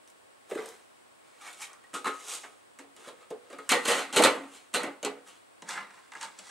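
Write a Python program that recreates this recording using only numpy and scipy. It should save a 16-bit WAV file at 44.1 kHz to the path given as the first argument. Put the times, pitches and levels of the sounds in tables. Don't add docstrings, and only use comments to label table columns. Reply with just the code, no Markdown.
import sys
import numpy as np
from scipy import signal
from scipy.fft import rfft, irfft
from scipy.io import wavfile

SR = 44100
rng = np.random.default_rng(int(sys.argv[2]) if len(sys.argv) > 2 else 0)


def to_linear_factor(level_db):
    exponent = np.asarray(level_db, float) / 20
    return 10 ** exponent


def store_wav(level_fs):
    pcm = np.round(np.clip(np.atleast_2d(level_fs), -1, 1) * 32767)
    wavfile.write(sys.argv[1], SR, pcm.T.astype(np.int16))


N = 286650

# pitch_hz, level_db
HISS_COLOUR = [(15, -72.5), (25, -29), (70, -21.5), (97, -11.5), (170, -12.5), (270, -4.5), (416, -3.5),
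               (591, -2.5), (988, -6), (1070, -6.5), (1560, -9), (3340, -16), (6560, -24), (8140, -14.5),
               (16000, -39.5)]
# pitch_hz, likeness (-1 to 1)
HISS_LIKENESS = [(60, -0.12), (180, -0.65), (550, -0.66), (1650, -0.3), (4970, 0.15), (15000, 0.11)]
# pitch_hz, level_db (rms)
WHINES = [(1093, -76), (15622, -86.5)]
# pitch_hz, echo_db
WALL_COLOUR = [(40, -4), (150, -28.5), (400, -13), (2000, -8.5), (5000, -8.5), (8500, -7), (15000, -8)]

# low_hz, high_hz
ZONES_HZ = [(120, 700), (700, 2200), (2200, 5000), (5000, 15500)]
RISE_S = [.0002, .004, .001, .0004]
CRACK_SHARE = [0.79, 0.26, 0.49, 0.41]
# hiss (dB/dB), thump (dB/dB), clang (dB/dB), rattle (dB/dB)
BRIGHT_LAW = (1.39, -0.4, 0.12, 0.93)
# from_s, favoured_hz, freedom to ring (0-1)
FAVOURED = [(0, 390, .35), (.57, 460, .35), (1.2, 2210, .9), (1.8, 1900, 1), (1.9, 490, .7),
            (1.936, 1430, .7), (2.04, 1070, .8), (2.054, 1265, .9), (2.066, 460, .8), (2.43, 1070, .08),
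            (2.47, 400, .5), (2.78, 280, .15), (2.95, 385, .3), (3.06, 490, .5), (3.29, 460, .5),
            (3.52, 560, .6), (3.58, 1450, .6), (3.685, 1986, .85), (3.705, 487, .7), (3.73, 1930, .95),
            (3.74, 520, .9), (3.85, 566, .65), (4.02, 277, .6), (4.155, 877, .8), (4.19, 487, .75),
            (4.247, 740, .6), (4.26, 520, .6), (4.37, 300, .6), (4.5, 740, .7), (4.73, 2944, .7),
            (4.744, 566, .9), (4.79, 277, .8), (5.02, 566, .7), (5.045, 740, .6), (5.052, 400, .8),
            (5.25, 1222, .5), (5.6, 902, .5), (5.68, 1410, .5), (5.89, 1057, .55), (6.1, 902, .75)]

# start_s, clang_db, thump_over_clang_db, rattle_over_clang_db, chatter_t60_s
DISH_KNOCKS = [(5.6211, -42.5, 6.5, -3, 0.015), (5.689, -36, -33, -4, 0.03), (5.7758, -35, -28, -35, 0.013),
               (5.905, -43, -30, -17, 0.018), (5.9734, -45, -20, -26, 0.014),
               (6.1193, -36.5, -22, -17, 0.018), (6.1346, -38.5, -29, -14.5, 0.022),
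               (6.1515, -38, -6, -16, 0.025), (6.2112, -42, -17, 2, 0.016), (6.2288, -41, -17, -1.5, 0.016),
               (6.2444, -40, -10, 1.3, 0.015), (6.388, -56, 9, 10, 0.026)]
TOOL_KNOCKS = [(0.0754, -72, -6, 16, 0.008), (0.083, -70.5, -6, 10.5, 0.008), (0.1, -69, -6, 11.5, 0.019),
               (0.5109, -31.5, 3.5, -31, 0.031), (0.5167, -46, 10, -14, 0.016),
               (0.5505, -39.5, 15, -21, 0.028), (0.5724, -38.5, 4.5, -36, 0.022),
               (0.578, -43, 10, -28, 0.014), (0.623, -49, 7.5, -14.5, 0.018), (0.6587, -53, -17, 3, 0.012),
               (0.6874, -61, -14, 6, 0.021)]
RESTING_KNOCKS = [(1.5282, -58.5, 4, 12, 0.02), (1.545, -67, -11, 12, 0.011), (1.731, -45, -24, -7, 0.0127),
                  (1.8386, -45.5, -18.5, -20, 0.023)]
LOOSE_KNOCKS = [(1.9323, -38.5, 9, -17, 0.026), (1.939, -35.5, -9.5, -5, 0.19),
                (2.0436, -27.5, -37, -14, 0.037), (2.0555, -24, -7, -18.5, 0.15),
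                (2.0681, -31, -30, -8, 0.074), (2.4337, -41.5, -8.5, -21, 0.11),
                (2.787, -43.5, 4, -9, 0.081), (2.9634, -50, 4, -5.5, 0.045), (3.071, -50.5, 16, -10, 0.03),
                (3.3041, -51.5, 26, 1.5, 0.038), (3.5002, -47.5, 8.5, -10.5, 0.035),
                (3.5276, -46.5, 10.5, -10, 0.019), (3.5845, -36.5, -3, -14.5, 0.037)]
SEATED_KNOCKS = [(3.691, -23.5, -25, 4.5, 0.06), (3.7073, -29.5, 12.5, 3, 0.039),
                 (3.7174, -13.5, -12, -4, 0.028), (3.7364, -28, -1, -7, 0.16),
                 (3.8511, -32.5, 1, 0.5, 0.091), (3.8774, -32.5, 6, 3, 0.076), (4.1265, -36, 0, -0.1, 0.5),
                 (4.1609, -22.5, 3, 1.8, 0.12), (4.1929, -18, 11, -16, 0.019), (4.221, -23.5, 5, -1, 0.083),
                 (4.2365, -16, -0.5, 0, 0.03), (4.2486, -20, -2, -4, 0.054),
                 (4.268, -20.5, -3.5, -10, 0.024), (4.731, -44, 7, -2, 0.049), (4.7395, -27, -5, 1, 0.026),
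                 (4.7452, -25.5, -10, -0.5, 0.054), (4.7544, -42.5, 15.5, 8, 0.13),
                 (4.8336, -25.5, 10, -3, 0.01), (5.029, -33, 11.5, 0, 0.016), (5.0475, -29.5, 4, 1.7, 0.03),
                 (5.0554, -33, 10, -6, 0.023), (5.2634, -55.5, -8.5, -12, 0.057)]

# peak_s, clang_db before brightness, swell_s per 20 dB, fade_s per 20 dB, brightness_db
# (swells and fades take at least 5 ms)
DISH_SLIDES = [(5.65, -76, .03, .11, -3), (5.705, -36, 0.032, 0.083, -0.9), (5.772, -37.5, .09, 0.13, -13),
               (5.95, -58.5, .08, 0.29, -3), (6.17, -52, 0.045, .04, -6), (6.225, -40, .04, 0.094, -3),
               (6.4, -58, 0.068, 0.13, 0.5), (6.49, -50.5, 0.098, .11, 0.1)]
TOOL_SLIDES = [(0.5, -51, 0.02, 0.21, 3.5), (0.573, -42.5, -0.25, 0.13, -7.5), (0.69, -61, 0.22, 0.18, 8)]
RESTING_SLIDES = [(1.3, -68, 0.17, .21, 3), (1.415, -56, 0.018, .09, 0.1), (1.479, -45, 0.084, 0.089, -0.5),
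                  (1.621, -44.5, 0.04, 0.063, 5.5), (1.7, -55, 0.066, 0.12, -8)]
LOOSE_SLIDES = [(2.202, -55.5, 0.36, 0.13, 1), (2.291, -49, .05, 0.18, 7), (2.349, -51, 0.12, 0.039, 8.5),
                (2.5, -62.5, .06, 0.085, -17), (2.83, -59, 0.033, 0.04, -13), (3.0, -63.5, 0.03, 0.18, 1.5),
                (3.087, -48.5, 0.091, 0.035, -2.5), (3.226, -57.5, 0.13, 0.053, -4.9),
                (3.46, -66.5, .08, .08, -6.5), (3.528, -48, 0.035, .04, -6.5), (3.672, -58, 0.19, 0.09, -2)]
SEATED_SLIDES = [(3.904, -27.5, 0.058, 0.088, 2), (3.991, -33, .12, 0.076, -1),
                 (4.11, -45.5, 0.058, 0.041, -8.5), (4.301, -35.5, 0.022, 0.033, -8),
                 (4.345, -43.5, 0.033, 0.044, -14), (4.39, -50, .05, 0.14, -22), (4.55, -58, 0.12, 0.13, 7),
                 (4.8, -37, 0.028, 0.075, -6.5), (4.87, -49, 0.035, 0.061, -13),
                 (5.15, -59, 0.14, 0.096, -17), (5.28, -57.5, 0.032, 0.078, 7.5), (5.35, -68, .05, .11, 4)]

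# pitch_hz, relative level_db, t60_s
DISH_MODES = [(902, 7.5, 0.11), (1057, 13.5, 0.037), (1280, -14, 0.057), (1400, 3, 0.064), (1692, 6, 0.058),
              (2055, 15, 0.061)]
BENCH_MODES = [(340, -3, .07), (390, 0, .09), (460, -1, .09), (590, -4, .07), (985, -6, .05),
               (1175, -3, .05), (2020, -5, .05)]
RESTING_MODES = [(1900, 0, .2), (2210, -2, .04), (2300, 0, .04), (2860, -3, .05)]
LOOSE_MODES = [(280, -6, .28), (385, -5, .25), (435, -3, .25), (490, -5, .28), (560, -10, .18),
               (694, -14, .2), (840, -16, .15), (1070, -9, .15), (1265, 0, .23), (1410, -7, .14),
               (1583, -11, .13), (1700, -14, .12), (2125, -15, .1), (2580, -6, .1), (2850, 0, .12),
               (3500, -6, .08), (3720, -3, .09), (3950, -4, .12)]
SEATED_MODES = [(200, -12, .2), (277, -1, .28), (320, -7, .22), (420, -5, .18), (487, 0, .24),
                (566, -5, .15), (640, -10, .12), (740, -4, .12), (877, 0, .18), (1061, -6, .13),
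                (1222, -2, .13), (1265, -3, .17), (1373, -4, .12), (1496, -5, .13), (1862, -1, .22),
                (1986, -1, .24), (2089, -2, .2), (2267, -1, .16), (2393, -5, .13), (2568, -5, .12),
                (2785, -5, .12), (2944, -1, .14), (3300, -5, .1), (3730, -4, .12), (4068, -3, .11),
                (4253, -7, .1)]

# t60_s, share of clear modes in a knock (0-1), share of clear modes in a slide (0-1)
DISH_CROWD = [(0.032, 0.21, 0.042), (0.18, 0, 0.062), (0.031, 0.34, 0.22), (0.0334, 0.026, 0.058)]
TOOL_CROWD = [(0.026, 0.6, 0.42), (0.083, 0.56, 0), (0.033, 0.3, 0.04), (0.07, 0.5, 0.33)]
RESTING_CROWD = [(.03, 0, 0), (.1, 0, 0), (.06, .97, .06), (.05, .2, .4)]
LOOSE_CROWD = [(.04, 0.99, 0.14), (0.2, 1, 0.5), (0.098, 1, 0.08), (0.12, 0.8, 0.11)]
SEATED_CROWD = [(0.068, 0.74, 0.31), (.12, 0.8, 0.45), (0.16, 0.8, 0.15), (0.15, 0.61, 0.14)]

# tick_over_rattle_db, settling_under_knock_db, settling_t60_s,
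# then for slides hiss_over_clang_db, thump_over_clang_db, rattle_over_clang_db
DISH_FEEL = (1.5, -36, 0.7, -1.5, -18.5, -3)
TOOL_FEEL = (7.5, -23.5, 0.33, -6, -5.5, -4.5)
RESTING_FEEL = (5, -21, 0.4, -3, -14.5, -1)
LOOSE_FEEL = (5, -21, 0.36, -0.9, -5.5, -2)
SEATED_FEEL = (0.37, -22.5, 0.38, -4, -6.5, -2.5)

# pitch_hz, level_db
SCREWS_COLOUR = [(35, -83), (60, -39), (189, -2), (301, -13.5), (682, -8), (903, -5), (1410, -6),
                 (3850, -9.5), (8320, -11.5), (16000, -46.5)]
WOOD_COLOUR = [(35, -71), (60, -10), (281, -13.5), (427, 4.5), (621, -10.5), (715, -10.5), (862, -17),
               (8510, -22), (16000, -43)]
METAL_COLOUR = [(35, -81.5), (60, -59.5), (268, -17), (437, -16.5), (492, -10.5), (651, -14), (862, -11),
                (968, -15), (1220, -10.5), (1740, -16), (2900, -14), (5330, -21.5), (8510, -20),
                (13600, -40.5), (16000, -64.5)]

HISS_DB = -63
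ROOM_T60_S, WALL_GAP_S = 0.15, 0.0078
CONTACTS_PER_S, CONTACT_SPREAD_DB = 7000, 4.0
FIRST_CONTACT_DB = 6.5
SPOTS, SPOT_S = 6, .004
TWIN_SPLIT, TWIN_DB = 0.0087, -15.5
SETTLE_TREBLE_DB = -6.5
FAVOUR_DB, FAVOUR_OCTAVES = 12, .25
THUMP_GRIP = 0.42
LOW_CUT_HZ, TOP_CUT_HZ = 196, 17600


def unit(x):
    return x / np.sqrt(np.sum(x ** 2, axis=-1, keepdims=True) + 1e-30)


def at_hz(points, hz):
    pitch_hz, value = np.transpose(points)
    return np.interp(np.log(hz + 1), np.log(pitch_hz), value)


def tinted(points, size, channels=1):
    white = rfft(rng.standard_normal((channels, size)))
    return irfft(white * to_linear_factor(at_hz(points, np.fft.rfftfreq(size, 1 / SR))), size)


def dying(t60, size):
    return to_linear_factor(-60 * np.arange(size) / SR / max(t60, .004))


def pulse(points, size):
    folded = irfft(np.log(to_linear_factor(at_hz(points, np.fft.rfftfreq(size, 1 / SR)))), size)
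    folded[1:size // 2] *= 2
    folded[size // 2 + 1:] = 0
    return irfft(np.exp(rfft(folded)), size)[:size // 2]


def hiss():
    mid, side = rfft(tinted(HISS_COLOUR, N, channels=2))
    alike = at_hz(HISS_LIKENESS, np.fft.rfftfreq(N, 1 / SR))
    both = irfft(np.sqrt(1 + alike) * mid + np.sqrt(1 - alike) * side * [[1], [-1]], N)
    both = both * to_linear_factor(HISS_DB) / np.std(both.mean(axis=0))
    t = np.arange(N) / SR
    return both + sum(np.sqrt(2) * to_linear_factor(db) * np.sin(2 * np.pi * hz * t) for hz, db in WHINES)


def workshop(x):
    size, gap = SR // 2, round(WALL_GAP_S * SR)
    decay = dying(ROOM_T60_S, size)
    echoes = tinted(WALL_COLOUR, size, channels=2) * decay / np.sqrt(np.sum(decay ** 2))
    delayed = np.r_[np.zeros(gap), x]
    return np.array([signal.fftconvolve(delayed, echo)[:N] for echo in echoes])


def body(modes, crowd, colour):
    size, answers = SR // 3, []
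    modes = modes + [(hz * (1 + TWIN_SPLIT), db + TWIN_DB, t60) for hz, db, t60 in modes]
    t, click = np.arange(size) / SR, pulse(colour, size=4096)
    zones = [ZONES_HZ[-1]] + ZONES_HZ[:-1]
    for (low, high), (crowd_t60, *_), crack in zip(zones, crowd, CRACK_SHARE):
        close = unit(rng.standard_normal((SPOTS, size)) * dying(crowd_t60, size))
        close *= np.sqrt(1 - crack)
        close[:, 0] = np.sqrt(crack)
        band = signal.butter(2, [low, high], "band", fs=SR, output="sos")
        close = signal.fftconvolve(close, signal.sosfilt(band, click)[None], axes=1)[:, :size]

        inside = [mode for mode in modes if low <= mode[0] < high]
        clear = [to_linear_factor(db) * np.sin(2 * np.pi * hz * t) * dying(t60, size) for hz, db, t60 in inside]
        clear = np.reshape(clear, (-1, size))
        answers.append((np.array([mode[0] for mode in inside]), clear, unit(close)))
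    return answers


def force(knocks, slides, feel):
    out, t = np.zeros((3, len(RISE_S), N)), np.arange(N) / SR
    tick_db, settle_db, settle_t60, hiss_db, thump_db, rattle_db = feel
    grip_reach = np.array([[1], [THUMP_GRIP], [1], [1]])
    dull = to_linear_factor(settle_db + SETTLE_TREBLE_DB * np.array([[1], [0], [0], [1]]))
    size_max = SR // 3
    for start_s, clang_db, heavy_db, sharp_db, chatter_t60 in knocks:
        at = round(start_s * SR)
        size = min(N - at, size_max)
        freedom = [row[2] for row in FAVOURED if row[0] <= start_s][-1]
        free = 1 - (1 - freedom) * grip_reach
        levels = to_linear_factor(clang_db + np.array([sharp_db + tick_db, heavy_db, 0, sharp_db]))[:, None]
        chatter = levels * dying(chatter_t60, size)
        out[0, :, at:at + size] += np.sqrt(free) * chatter
        out[2, :, at:at + size] += np.sqrt(1 - free) * chatter
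        out[1, :, at:at + size] += levels * dull * dying(settle_t60, size)
    for peak_s, clang_db, swell, fade, bright_db in slides:
        below = np.maximum((peak_s - t) / max(swell, .005), (t - peak_s) / max(fade, .005))
        stroke = to_linear_factor(clang_db - 20 * below)
        balance_db = np.array([hiss_db, thump_db, 0, rattle_db]) + bright_db * np.array(BRIGHT_LAW)
        out[1] += to_linear_factor(balance_db)[:, None] * stroke
    for zone, keep in enumerate(np.exp(-1 / (SR * np.array(RISE_S)))):
        out[:, zone] = signal.lfilter([1 - keep], [1, -keep], out[:, zone] + 1e-18)
    return out.swapaxes(0, 1)


def favoured_ring(pushed, start, hz, clear):
    out = np.zeros(len(pushed) + clear.shape[1] - 1)
    marks = np.clip([round(s * SR) - start for s, *_ in FAVOURED] + [N], 0, len(pushed))
    for a, b, (_, best_hz, _) in zip(marks, marks[1:], FAVOURED):
        if b > a and len(hz):
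            octaves_off = np.log2(hz / best_hz)
            lift = to_linear_factor(FAVOUR_DB * np.exp(-(octaves_off / FAVOUR_OCTAVES) ** 2))
            out[a:b + clear.shape[1] - 1] += signal.fftconvolve(pushed[a:b], unit(lift @ clear))
    return out


def touched(knocks, slides, feel, modes, crowd, colour):
    born = rng.random(N) < CONTACTS_PER_S / SR
    sizes = to_linear_factor(CONTACT_SPREAD_DB * np.minimum(rng.exponential(1, N), 4)) * rng.choice([-1, 1], N)
    contacts = unit(born * sizes) * np.sqrt(N)
    contacts[[round(s * SR) + 8 for s, *_ in knocks]] = to_linear_factor(FIRST_CONTACT_DB)
    spot = rng.integers(0, SPOTS, N)[(np.arange(N) / SR / SPOT_S).astype(int)]

    start = round(max(0, min(knocks[0][0], slides[0][0] - 2 * slides[0][2])) * SR)
    stop = round(max(knocks[-1][0] + .3, slides[-1][0] + 2 * slides[-1][3]) * SR)
    out = np.zeros(N + SR)
    zones = zip(force(knocks, slides, feel), body(modes, crowd, colour), crowd)
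    for pushes, (hz, clear, close), (_, knock_share, slide_share) in zones:
        shares = np.array([knock_share, slide_share, 0])
        into_clear = (np.sqrt(shares) @ pushes * contacts)[start:stop]
        into_close = (np.sqrt(1 - shares) @ pushes * contacts)[start:stop]
        rung = favoured_ring(into_clear, start, hz, clear)
        for place, answer in enumerate(close):
            rung += signal.oaconvolve(into_close * (spot[start:stop] == place), answer)
        out[start:start + len(rung)] += rung
    return out[:N]


def tool():
    return touched(TOOL_KNOCKS, TOOL_SLIDES, TOOL_FEEL, BENCH_MODES, TOOL_CROWD, WOOD_COLOUR)


def dish():
    return touched(DISH_KNOCKS, DISH_SLIDES, DISH_FEEL, DISH_MODES, DISH_CROWD, SCREWS_COLOUR)


def cover():
    resting = touched(RESTING_KNOCKS, RESTING_SLIDES, RESTING_FEEL, RESTING_MODES, RESTING_CROWD, METAL_COLOUR)
    loose = touched(LOOSE_KNOCKS, LOOSE_SLIDES, LOOSE_FEEL, LOOSE_MODES, LOOSE_CROWD, METAL_COLOUR)
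    seated = touched(SEATED_KNOCKS, SEATED_SLIDES, SEATED_FEEL, SEATED_MODES, SEATED_CROWD, METAL_COLOUR)
    return resting + loose + seated


def scene():
    bench = tool() + dish() + cover()
    bench = signal.sosfilt(signal.butter(4, LOW_CUT_HZ, "high", fs=SR, output="sos"), bench)
    bench = signal.sosfilt(signal.butter(4, TOP_CUT_HZ, fs=SR, output="sos"), bench)
    ears = to_linear_factor(np.array([[-.25], [.25]]))
    return bench * ears + workshop(bench) + hiss()


def top_cut(x):
    return signal.sosfilt(signal.butter(12, 15900, fs=SR, output="sos"), x)


def record(dry):
    return top_cut(dry)


dry = scene()
out = record(dry)
store_wav(out)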